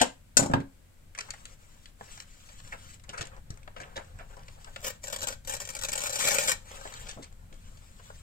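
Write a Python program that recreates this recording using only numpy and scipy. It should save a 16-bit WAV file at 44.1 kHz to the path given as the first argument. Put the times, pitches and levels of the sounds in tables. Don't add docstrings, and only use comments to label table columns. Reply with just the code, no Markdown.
import sys
import numpy as np
from scipy import signal
from scipy.fft import rfft, irfft
from scipy.io import wavfile
from scipy.ndimage import uniform_filter1d

SR = 44100
rng = np.random.default_rng(int(sys.argv[2]) if len(sys.argv) > 2 else 0)


def attenuation_scalar(level_db):
    decades = np.asarray(level_db, float) / 20
    return 10 ** decades


def wav_record(signal):
    frames = np.transpose(np.atleast_2d(signal))
    bounded = np.clip(frames, -1, 1)
    quanta = np.round(bounded * 32767).astype(np.int16)
    wavfile.write(sys.argv[1], SR, quanta)


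N = 362502


def tear():
    # t/s, level/dB
    pull_forces = [
        [(4.82, -60), (4.832, -58), (4.848, -39), (4.886, -42), (4.95, -85)],
        [(5.02, -63), (5.038, -62), (5.122, -52.5), (5.202, -54), (5.228, -66), (5.334, -50), (5.37, -97)],
        [(5.44, -71), (5.484, -62.5), (5.74, -56.5), (5.9, -51.5), (6.18, -44), (6.262, -35), (6.37, -36.5),
         (6.46, -37), (6.522, -35.5), (6.575, -82)],
    ]
    # t/s, peak level/dB, length/s
    pull_jerks = [(4.805, -38, .02), (4.815, -39, .02), (4.828, -34, .02), (5.033, -35, .03),
                  (5.061, -33, .03), (5.193, -32, .02), (4.843, -28, 0.032), (4.866, -26, 0.05),
                  (4.879, -24, 0.066), (4.901, -23.5, 0.036), (5.038, -28.5, 0.091), (5.07, -26.5, 0.043),
                  (5.08, -26, 0.036), (5.1, -27, 0.028), (5.125, -23, 0.081), (5.161, -20, 0.03),
                  (5.205, -29, 0.029), (5.217, -23, 0.06), (5.229, -19.5, 0.058), (5.138, -24.5, 0.044),
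                  (5.1856, -31, .03), (5.27, -24, 0.13), (5.284, -25.5, 0.049), (5.24, -21.5, 0.027),
                  (5.304, -34, .04), (5.3244, -26.5, 0.03), (5.338, -32.5, 0.026),
                  (5.448, -35.5, 0.045), (5.473, -27.5, 0.14), (5.494, -25.5, 0.12), (5.521, -27.5, 0.12),
                 (5.537, -19, 0.038), (5.55, -26, 0.037), (5.507, -31, .04), (5.566, -24.5, 0.028),
                 (5.601, -24, 0.06), (5.613, -30, 0.093), (5.651, -32, 0.037), (5.673, -30, 0.037),
                 (5.689, -23, 0.035), (5.701, -26.5, .04), (5.735, -32, .03), (5.7496, -27, 0.07),
                 (5.766, -24, 0.028), (5.789, -27, 0.045), (5.812, -26.5, 0.031), (5.822, -25, .04),
                 (5.835, -16.5, 0.03), (5.847, -19, 0.05), (5.885, -19.5, 0.042), (5.891, -25.5, 0.027),
                 (5.918, -23.5, 0.043), (5.929, -18.5, 0.031), (5.934, -18.5, 0.026), (5.954, -18.5, 0.036),
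                 (5.976, -20, 0.056), (5.988, -24, 0.038), (6.0046, -20.5, 0.046), (6.016, -24, 0.042),
                 (6.035, -20.5, 0.1), (6.057, -23.5, 0.047), (6.067, -21, 0.057), (6.094, -25, 0.04),
                 (6.102, -24, 0.038), (6.125, -27, 0.14), (6.155, -23, 0.079), (6.188, -26, 0.3),
                 (6.2, -30, .2), (6.249, -25, 0.035), (6.273, -15.5, 0.051), (6.285, -20, .04),
                 (6.308, -15, .02), (6.315, -19, 0.086), (6.343, -19, 0.067), (6.384, -6.5, 0.022),
                 (6.476, -24, 0.05), (6.482, -18, 0.044), (6.493, -18, 0.042), (6.516, -18.5, 0.049),
                 (6.536, -39, 0.031)]
    # sheet flex/dB, edge ring/dB, finest fibres/dB, board/dB
    pull_mix = [
        (-2.5, -11.5, 4.5, -36.5),
        (-3.5, -22, 0.5, -32),
        (-4, -14.5, -4, -34.5),
    ]
    # f/Hz, density level/dB
    fibre_spectrum = [(530, -46.5), (900, -7), (1940, 0.5), (2110, -10.5), (2350, -3), (3400, -3),
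                      (5590, -1.5), (7480, 0.26), (9780, -6.5), (15900, -10), (16500, -30.5)]
    # f/Hz, bandwidth/Hz, level/dB
    sheet_modes = [(565, 90, -0.5), (834, 74, -8), (994, 180, -2.5), (1570, 820, -24)]
    # f/Hz, bandwidth/Hz, level/dB
    board_modes = [(881, 70, -9), (1576, 53, 3.5), (1740, 88, -6), (1950, 90, -1), (2797, 330, -2),
                   (3330, 150, -9), (3740, 130, -3), (4120, 60, -0.5), (4700, 80, -10), (5460, 100, -9),
                   (6100, 37, -2.5), (6950, 70, -9), (7560, 140, -2)]

    s, jerk_db, length = np.transpose(pull_jerks)
    steady = curve(pull_forces)
    jerks = bursts(s, jerk_db - 12.5, 0.82 * length, 0.002)
    snap_db, snap_s = -14.5, 0.0048
    snaps = bursts(s, jerk_db + snap_db, 0 * s + snap_s, 0.00022)
    force = crackle(2.4, 1., 600) * sticking() * (steady + jerks + snaps)

    pull_starts = [span[0][0] for span in pull_forces[1:]]
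    pull = np.searchsorted(pull_starts, np.arange(N) / SR)
    flex, edge, fine, board = force * attenuation_scalar(np.array(pull_mix)[pull].T)
    edge = edge * np.clip(steady / attenuation_scalar(-40.5), .15, 3) ** .4
    edge = band(edge, 2280, 2440, order=1)

    sheet = ring(flex, [(hz, db, np.log(1000) / (np.pi * width)) for hz, width, db in sheet_modes])
    sheet = band(sheet, 400, 3000)
    board = ring(board, [(hz, db, np.log(1000) / (np.pi * max(width, 90))) for hz, width, db in board_modes])

    fibres = attenuation_scalar(0.5) * colour(force, fibre_spectrum)
    low_flex = attenuation_scalar(-19.5) * band(flex, 78, 320)
    fine = attenuation_scalar(-5.5) * band(fine, 9300, 21000)
    return fibres + attenuation_scalar(-37.0) * sheet + low_flex + edge + board + fine


def sticking():
    # end t/s, depth level/dB, length/s
    catches = [(5.07, -8, .01), (5.097, -8, .012), (5.125, -6, 0.0092), (5.161, -8, .01),
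               (5.185, -10, .012), (5.268, -10, .016), (5.565, -6, .008), (5.6, -4, .015),
               (5.689, -6, .008), (5.747, -5, .008), (5.788, -8, .012), (5.812, -10, .012),
               (5.885, -4, 0.018), (5.917, -10, .012), (5.953, -10, .01), (5.976, -6, .008),
               (6.005, -12, .01), (6.094, -10, .01), (6.124, -8, 0.013), (6.186, -8, 0.011),
               (6.383, -5, .015), (6.474, -5, .012)]
    db = np.zeros(N)
    for end, depth_db, length in catches:
        size = int(np.clip(length, .003, .04) * SR)
        dip = np.sin(np.linspace(0, 2.4, size)) ** 2
        db[int(end * SR) - size:int(end * SR)] += min(depth_db, 0) * dip
    return attenuation_scalar(db)


def knocks():
    # t/s, crack peak level/dB, woody body level/dB, desk thud level/dB, crack length/s
    blows = [
        (0.0149, -12, -24, -34.5, 0.046),
        (0.3692, -3, -34.5, -32.5, 0.043),
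        (0.393, -23, -34.5, -24, 0.067),
        (0.425, -30, -35.5, -32.5, 0.053),
        (0.46, -28.5, -40, -33, 0.027),
        (0.498, -59, -43, -31.5, 0.023),
        (0.5127, -44, -42.5, -37.5, 0.045),
        (0.5356, -39, -17, -22, 0.017),
        (0.5477, -57, -41, -27.5, 0.039),
        (0.601, -54, -49, -39.5, 0.04),
    ]
    # f/Hz, density level/dB
    crack_spectrum = [(180, -6), (300, -17), (1020, -13.5), (1600, -2.5), (2790, -2), (3710, -1.5),
                      (6140, 2), (7800, 2), (9810, -10), (14900, -17.5), (16500, -43)]
    # f/Hz, level/dB, T60/s
    desk_modes = [(124, -6.5, 0.096), (178, -1.7, 0.14), (249, -3.5, 0.11), (274, -1, 0.24), (345, -12, .2),
                  (565, -12.5, .18), (595, -5.5, 0.062), (665, -7, 0.032), (798, -4, 0.098)]
    # f/Hz, level/dB, T60/s
    plastic_modes = [(7065, -23, 0.14), (7740, -15, 0.04), (4650, -31.5, .06), (2740, -25.5, .05),
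                     (1500, -24, .06)]

    s, crack_db, wood_db, thud_db, length = np.transpose(blows)
    rattle = crackle(1., 1., 500)
    buzz = bursts(s, crack_db - 23.0, 3.0 * length, 0.011)
    crack = colour(rattle * (bursts(s, crack_db - 11, length, .0006) + buzz), crack_spectrum)

    wood = band(rattle * bursts(s, wood_db, 2.0 * length, 0.00083), 700, 1100, order=1)
    wood = lowpass(wood, 2500, order=1)

    push = bursts(s, thud_db, 0.046 * length, 0.00031)
    thud = attenuation_scalar(-32.0) * ring(push * (0.75 + rng.standard_normal(N)), desk_modes)
    thud = band(thud, 75, 3000)

    hit_s = .3695
    impulse = 1. * (np.arange(N) == int(hit_s * SR))
    return crack + wood + thud + ring(impulse, plastic_modes)


def handling():
    # start t/s, length/s, level/dB, dull part relative to it level/dB
    rubs = [(1.145, 0.14, -62.5, -1), (1.291, 0.25, -65.5, -5.5), (1.55, .34, -69.5, -8.5),
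            (1.963, 0.12, -63, -3.5), (2.065, 0.16, -59, -14), (2.232, 0.23, -65, -13),
            (2.435, 0.18, -64, -11), (2.606, 0.14, -62.5, -2.5), (2.747, 0.2, -59.5, -12),
            (3.05, 0.23, -71.5, 11), (3.282, 0.1, -73, 9), (3.426, 0.33, -83, 10), (3.75, 0.26, -72, 13.5),
            (3.992, 0.27, -73.5, 5), (4.259, 0.16, -69.5, 7.5), (4.42, 0.16, -68.5, 0),
            (4.569, 0.385, -65.5, -3), (6.544, 0.095, -70.5, 1), (6.636, 0.37, -56, -4.5),
            (6.98, 0.15, -58, -1.5), (7.12, 0.13, -68, 5.5), (7.28, 0.24, -81, 5),
            (7.494, 0.17, -69.5, -4.5), (7.635, 0.45, -67, -8), (8.02, 0.31, -65, -10)]
    # f/Hz, density level/dB
    bright_spectrum = [(710, -24), (1200, -5), (1540, -9.5), (2420, -6), (3400, -4), (5200, -8), (7740, -6),
                       (10600, -19.5), (15300, -18), (16000, -18), (16500, -61)]
    # f/Hz, density level/dB
    dull_spectrum = [(88, -17), (150, 1), (324, -15), (531, -3), (652, -12.5), (748, -3), (985, -4.5),
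                     (2410, -15), (4000, -24), (6000, -45), (8800, -70)]
    # t/s, peak level/dB, f/Hz, notebook pad level/dB
    low_blows = [(.012, -22.5, 254, -31.5), (.388, -25, 167, -31), (0.418, -23.5, 202, -33),
                 (0.501, -23, 166, -31), (0.537, -17, 125, -32), (0.5387, -19, 165, -38),
                 (.6, -39, 150, -38.5), (0.556, -26.5, 125.4, -34), (1.29, -54, 83.4, -52),
                 (2.727, -48, 75.4, -57), (3.092, -41, 53.8, -48.5), (3.194, -38, 51.7, -43),
                 (3.209, -34, 119, -49), (3.515, -43, 60, -51), (3.799, -43, 125, -45),
                 (3.969, -45.5, 91, -41), (6.467, -39, 104, -53), (7.165, -45, 211, -44.5),
                 (7.19, -50, 299, -48.5), (7.181, -39.5, 112, -51), (7.519, -55, 189, -49.5)]
    # t/s, peak level/dB, f/Hz
    air_puffs = [
        (3.504, -30.5, 110),
        (2.0105, -43.5, 190),
    ]
    # t/s, peak level/dB, pitch f/Hz, brightness level/dB, length/s
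    board_taps = [(.5375, -37.5, 2300, -22, 0.081), (.602, -49, 2450, -15, 0.078),
                  (1.149, -46.5, 1710, -6, 0.06), (1.177, -43, 1500, -4, .08), (1.2025, -44, 2000, 0, .02),
                  (1.1865, -32, 1800, 0, 0.04), (1.207, -34, 2200, 3, 0.029),
                  (1.3045, -40.5, 2390, 5.5, 0.057), (1.336, -44, 1480, -4, 0.06),
                  (1.4535, -47, 2450, 5, 0.047), (1.8562, -45.5, 2570, -10, 0.038),
                  (2.0095, -39, 1030, -49.5, 0.022), (2.1745, -45, 1380, -1, 0.04),
                  (2.201, -40.5, 2290, 6.5, 0.026), (2.09, -52.5, 1500, -8, .02),
                  (2.222, -51, 1500, 0, 0.028), (2.647, -52, 3000, -10, .02), (2.675, -57, 2500, 7, 0.053),
                  (2.4872, -49, 2770, -18, 0.083), (2.6006, -45, 2500, -24, 0.017)]
    # t/s, peak level/dB, pitch f/Hz, brightness level/dB, length/s
    soft_creases = [(1.283, -36.5, 1330, -8, 0.052), (2.72, -34, 1360, -15, 0.097),
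                    (3.036, -44.5, 1590, 6.5, 0.047), (3.1274, -37.5, 1270, -8, 0.15),
                    (3.174, -36.5, 1710, -1, 0.15), (3.2144, -25.5, 2850, -7, 0.037),
                    (3.8104, -40, 1730, 0.5, 0.074), (3.8314, -27, 1740, -20, 0.021),
                    (3.9557, -30.5, 1970, -41, 0.046), (3.984, -40.5, 990, -7, 0.093),
                    (4.192, -38, 1210, -29, 0.095), (4.3644, -46.5, 910, 0, 0.071),
                    (4.6674, -39.5, 1100, -39, 0.057), (6.8488, -41.5, 1020, -1, 0.064),
                    (7.0844, -45, 2560, 4, 0.17), (7.168, -52, 600, -25, 0.09), (7.221, -49, 2980, 4, 0.14),
                    (7.9917, -50, 1070, -21, .072)]
    # t/s, peak level/dB, pitch f/Hz, brightness level/dB, length/s
    lift_crinkles = [(6.715, -49, 1900, 8, 0.028), (6.768, -49, 1390, 6, 0.028),
                     (6.811, -36, 870, -6, 0.02), (6.852, -39.5, 570, -21, 0.058),
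                     (6, -42.5, 1200, -8, 0.022), (7.325, -61, 2500, 5, 0.03), (6.757, -58, 2600, 8, 0.04),
                     (6.712, -48, 840, -12, .03), (8.1, -46.5, 1060, -12, .05), (6.862, -43, 1500, -3, .02),
                     (6.938, -39.5, 2100, 4.5, 0.023), (7.111, -47, 3000, 7, 0.044),
                     (7.241, -49.5, 2300, 9.5, 0.026), (6.874, -36, 1940, -11, 0.012),
                     (6.923, -42.5, 1500, 1, 0.03), (7.068, -38, 2400, -17, 0.032)]
    # t/s, peak level/dB, pitch f/Hz, brightness level/dB, length/s
    sheet_taps = [(2.996, -60, 2620, -1, 0.07), (3.0915, -43, 2420, 0, 0.075),
                  (3.181, -39, 1870, -4, 0.013), (3.225, -35, 2480, -14, 0.022),
                  (3.253, -49.5, 2500, 7, .04), (3.363, -56.5, 1300, -1, .07),
                  (3.209, -28, 2640, -19, 0.024), (3.27, -48.5, 1970, 8.5, 0.032),
                  (3.503, -49, 1500, 6.5, 0.074), (3.5728, -49, 1510, -0.5, .028),
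                  (3.54, -58, 1500, 7, .03), (3.63, -54.5, 2500, -1, 0.029), (3.78, -51, 1500, -4, .02),
                  (3.965, -32.5, 2290, -24, 0.027), (4.045, -57, 2000, 3, 0.038),
                  (3.676, -36, 1330, -33, 0.017), (3.7623, -40.5, 1620, -32, 0.079),
                  (3.8003, -38.5, 1550, -5.5, 0.048), (3.975, -27.5, 1430, -14, 0.026),
                  (4.1874, -46.5, 1350, -5, 0.023), (4.392, -52, 2400, 2, .02), (4.432, -58, 3500, 3, .03),
                  (4.481, -46, 3000, -9, 0.037), (4.644, -46, 2340, 4, 0.035),
                  (4.7602, -29.5, 2300, -17.5, 0.023), (7.5257, -50, 2950, -7, 0.024),
                  (7.5404, -56.5, 1570, 7.5, 0.036), (7.771, -58, 2900, 0, .041)]
    # t/s, peak level/dB, pitch f/Hz, brightness level/dB, length/s
    first_scrape = [
        (0, -31, 2560, -14, .08),
        (.013, -17.5, 2220, -19, 0.075),
    ]

    s, length, rub_db, dull_db = np.transpose(rubs)
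    bright = colour(crackle(1.5, 1.5, 60) * strokes(s, length, rub_db), bright_spectrum)
    dull = colour(crackle(1.5, 2.5, 60) * strokes(s, length, rub_db + dull_db), dull_spectrum)

    s, db, hz, pad_db = np.transpose(low_blows)
    puff_s, puff_db, puff_hz = np.transpose(air_puffs)
    thumps = struck(s, hz, db, 0.082) - struck(puff_s, puff_hz, puff_db, 0.029)
    pad = band(rng.standard_normal(N) * bursts(s, pad_db, 0 * s + 0.088, 0.016), 104, 424)

    small = ticks(board_taps, 0.00065, body_db=-13.0)
    small += ticks(soft_creases, 0.011, body_db=-9.0)
    small += ticks(lift_crinkles, 0.0011, body_db=-12)
    small += ticks(sheet_taps, 0.0014, body_db=-6.5)
    small += ticks(first_scrape, 0.00014, body_db=-6.5)
    return bright + dull + thumps + pad + small


def strokes(s, length, db):
    attack_s, release_s = 0.042, 0.043
    env = np.zeros(N + 2 * SR)
    for start, hold, gain in zip(s, length, attenuation_scalar(db)):
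        t = np.arange(int((hold + release_s) * SR)) / SR
        ramp = np.minimum(t / attack_s, 1 + (hold - t) / release_s)
        first = int(start * SR)
        env[first:first + len(t)] += gain * np.clip(ramp, 0, 1) ** 2
    return env[:N]


def struck(s, hz, db, t60):
    out, t = np.zeros(N + SR), np.arange(SR // 4) / SR
    for start, f, gain in zip(s, hz, attenuation_scalar(db)):
        first = int(start * SR)
        out[first:first + len(t)] += gain * np.sin(2 * np.pi * f * t) * 1000 ** (-t / t60)
    return out[:N]


def ticks(table, rise, body_db):
    s, mid_db, hz, brightness, length = np.transpose(table)
    dull_db = mid_db + body_db - 0.34 * brightness
    bright_db = mid_db + brightness
    snap = crackle(1.5, 1.5, 400)
    out = band(snap * bursts(s, dull_db - 8.5, 1.4 * length, 2 * rise), 470, 1050)
    out += band(snap * bursts(s, bright_db, 0.466 * length, rise), 2600, 8200)
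    out = lowpass(out, 9000, order=2)
    for t0, db, f, d in zip(s, mid_db, hz, length):
        part = slice(int(t0 * SR), int(t0 * SR) + SR // 5)
        env = bursts([0], [db - 2.5], [d], rise, size=len(snap[part]))
        out[part] += band(snap[part] * env, 0.55 * f, 1.69 * f)
    return out


def crackle(spread_db, patchy_db, patch_rate):
    size = np.minimum(rng.exponential(size=N), 5)
    x = rng.standard_normal(N) * attenuation_scalar(spread_db * size + patchy_db * walk(patch_rate))
    return x / np.sqrt(np.mean(x ** 2))


def walk(rate):
    k = int(SR / rate)
    held = np.repeat(rng.standard_normal(N // k + 1), k)
    return 1.2 * uniform_filter1d(held, k)[:N]


def curve(spans):
    t = np.arange(N) / SR
    return sum(attenuation_scalar(np.interp(t, *np.transpose(s), -120, -120)) for s in spans)


def bursts(s, db, t60, rise, size=N):
    env = np.zeros(size + SR)
    for t0, gain, d in zip(s, attenuation_scalar(db), np.clip(t60, .004, .3)):
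        t = np.arange(int(d * SR)) / SR
        first = int(t0 * SR)
        env[first:first + len(t)] += gain * np.minimum(t / rise, 1) * 1000 ** (-t / d)
    return env[:size]


def ring(x, modes):
    t = np.arange(SR // 2) / SR
    h = sum(attenuation_scalar(db) * np.sin(2 * np.pi * hz * t) * 1000 ** (-t / t60) for hz, db, t60 in modes)
    return signal.oaconvolve(x, h)[:N]


def colour(x, table):
    hz, db = np.transpose(table)
    log_hz = np.log(np.arange(1025) * SR / 2048 + 1)
    log_gain = np.interp(log_hz, np.log(hz), db) * np.log(10) / 20
    ceps = irfft(log_gain)
    ceps[1:1024] *= 2
    ceps[1025:] = 0
    h = irfft(np.exp(rfft(ceps)))
    return signal.oaconvolve(x, h / np.sqrt(np.sum(h ** 2)))[:N]


def band(x, lo_hz, hi_hz, order=2):
    sos = signal.butter(order, [lo_hz, hi_hz], "bandpass", fs=SR, output="sos")
    return signal.sosfilt(sos, x) * np.sqrt(SR / 2 / (hi_hz - lo_hz))


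def lowpass(x, cut_hz, order):
    return signal.sosfilt(signal.butter(order, cut_hz, fs=SR, output="sos"), x)


def room(x, near_db=-19, far_db=-34, far_t60=0.22, dull_hz=5000):
    scatter_t60_s = .016
    port_lag, lag_spread = 18, 1
    hop = SR // 32
    t = np.arange(SR // 3) / SR

    def paths(fall):
        return fall * sum(ports_noise(len(fall), 230))

    walls = lowpass(paths(attenuation_scalar(far_db) * 1000 ** (-t / far_t60)), dull_hz, order=1)
    x = np.concatenate([np.zeros(hop), x, np.zeros(2 * hop)])
    out = signal.oaconvolve(x[None], walls, axes=1)
    for i in range(0, N + hop, hop):
        h = paths(attenuation_scalar(near_db) * 1000 ** (-t[:hop // 2] / scatter_t60_s))
        h[0, 0] += 1
        h[1, port_lag + rng.integers(-lag_spread, lag_spread + 1)] += 1
        piece = (x[i:i + 2 * hop] * np.hanning(2 * hop))[None]
        piece = signal.fftconvolve(piece, h, axes=1)
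        out[:, i:i + piece.shape[1]] += piece
    return out[:, hop:hop + N]


def ports_noise(size, split_hz):
    shared, own = rng.standard_normal(size), rng.standard_normal((2, size))
    low, high = (signal.butter(2, split_hz, kind, fs=SR, output="sos") for kind in ("low", "high"))
    return signal.sosfilt(low, shared + 0.16 * own), signal.sosfilt(high, own)


def hush():
    # f/Hz, density level/dB
    hush_spectrum = [(12, -6.5), (20, 1), (43, -4.5), (55, -15.5), (91, -7), (108, -12.5), (237, -22.5),
                     (273, -27), (428, -36), (1740, -41.5), (1900, -40), (2060, -39.5), (5520, -45),
                     (15200, -47.5), (16500, -58.5)]
    hush_db, rumble_db = -48.5, -61.5
    lean_db, lean_s, lean_rise_s = 5, 2.4, 0.37
    rumble, hiss = ports_noise(N, 230)
    flicker = 1.3 * walk(10)
    lean = lean_db * (1 + np.tanh((np.arange(N) / SR - lean_s) / lean_rise_s)) / 2
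    swell = attenuation_scalar(57.5 + flicker + rumble_db + lean)
    hz = np.arange(N // 2 + 1) * SR / N + 1
    table_hz, table_db = np.transpose(hush_spectrum)
    shape = attenuation_scalar(np.interp(np.log(hz), np.log(table_hz), table_db))
    out = irfft(rfft(swell * rumble + hiss) * shape, N)
    return out * attenuation_scalar(hush_db) / np.sqrt(np.mean(out ** 2))


def scene():
    return attenuation_scalar(4.3) * room(knocks() + handling() + tear()) + hush()


def roll_off(x):
    return signal.sosfilt(signal.butter(12, 16800, fs=SR, output="sos"), x)


def record(dry):
    # f/Hz, bandwidth/Hz, left level/dB, right level/dB
    gap_modes = [(553, 130, 0, -1), (1570, 370, -3.5, -5), (2340, 64, -16.5, -5), (7760, 970, -1.5, -16)]
    # f/Hz, left minus right level/dB
    port_tilt = [(60, 4.5), (110, -4), (200, -2), (380, 3.5), (700, 3), (1290, 4.5), (2380, -1),
                 (4400, -1.5), (8120, 9), (15000, -6)]
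    for hz, width, *db in gap_modes:
        resonance = signal.lfilter(*signal.iirpeak(hz, hz / width, SR), dry)
        dry = dry + attenuation_scalar(np.array(db))[:, None] * resonance
    hz = np.arange(N // 2 + 1) * SR / N + 1
    table_hz, table_db = np.transpose(port_tilt)
    tilt_db = np.interp(np.log(hz), np.log(table_hz), table_db)
    ports = irfft(rfft(dry) * attenuation_scalar(np.array([tilt_db, -tilt_db]) / 2 - 2.0), N)
    ports = np.tanh(ports)
    ports = signal.sosfilt(signal.ellip(14, .2, 80, 15850, fs=SR, output="sos"), ports)
    return roll_off(ports)


dry = scene()
out = record(dry)
wav_record(out)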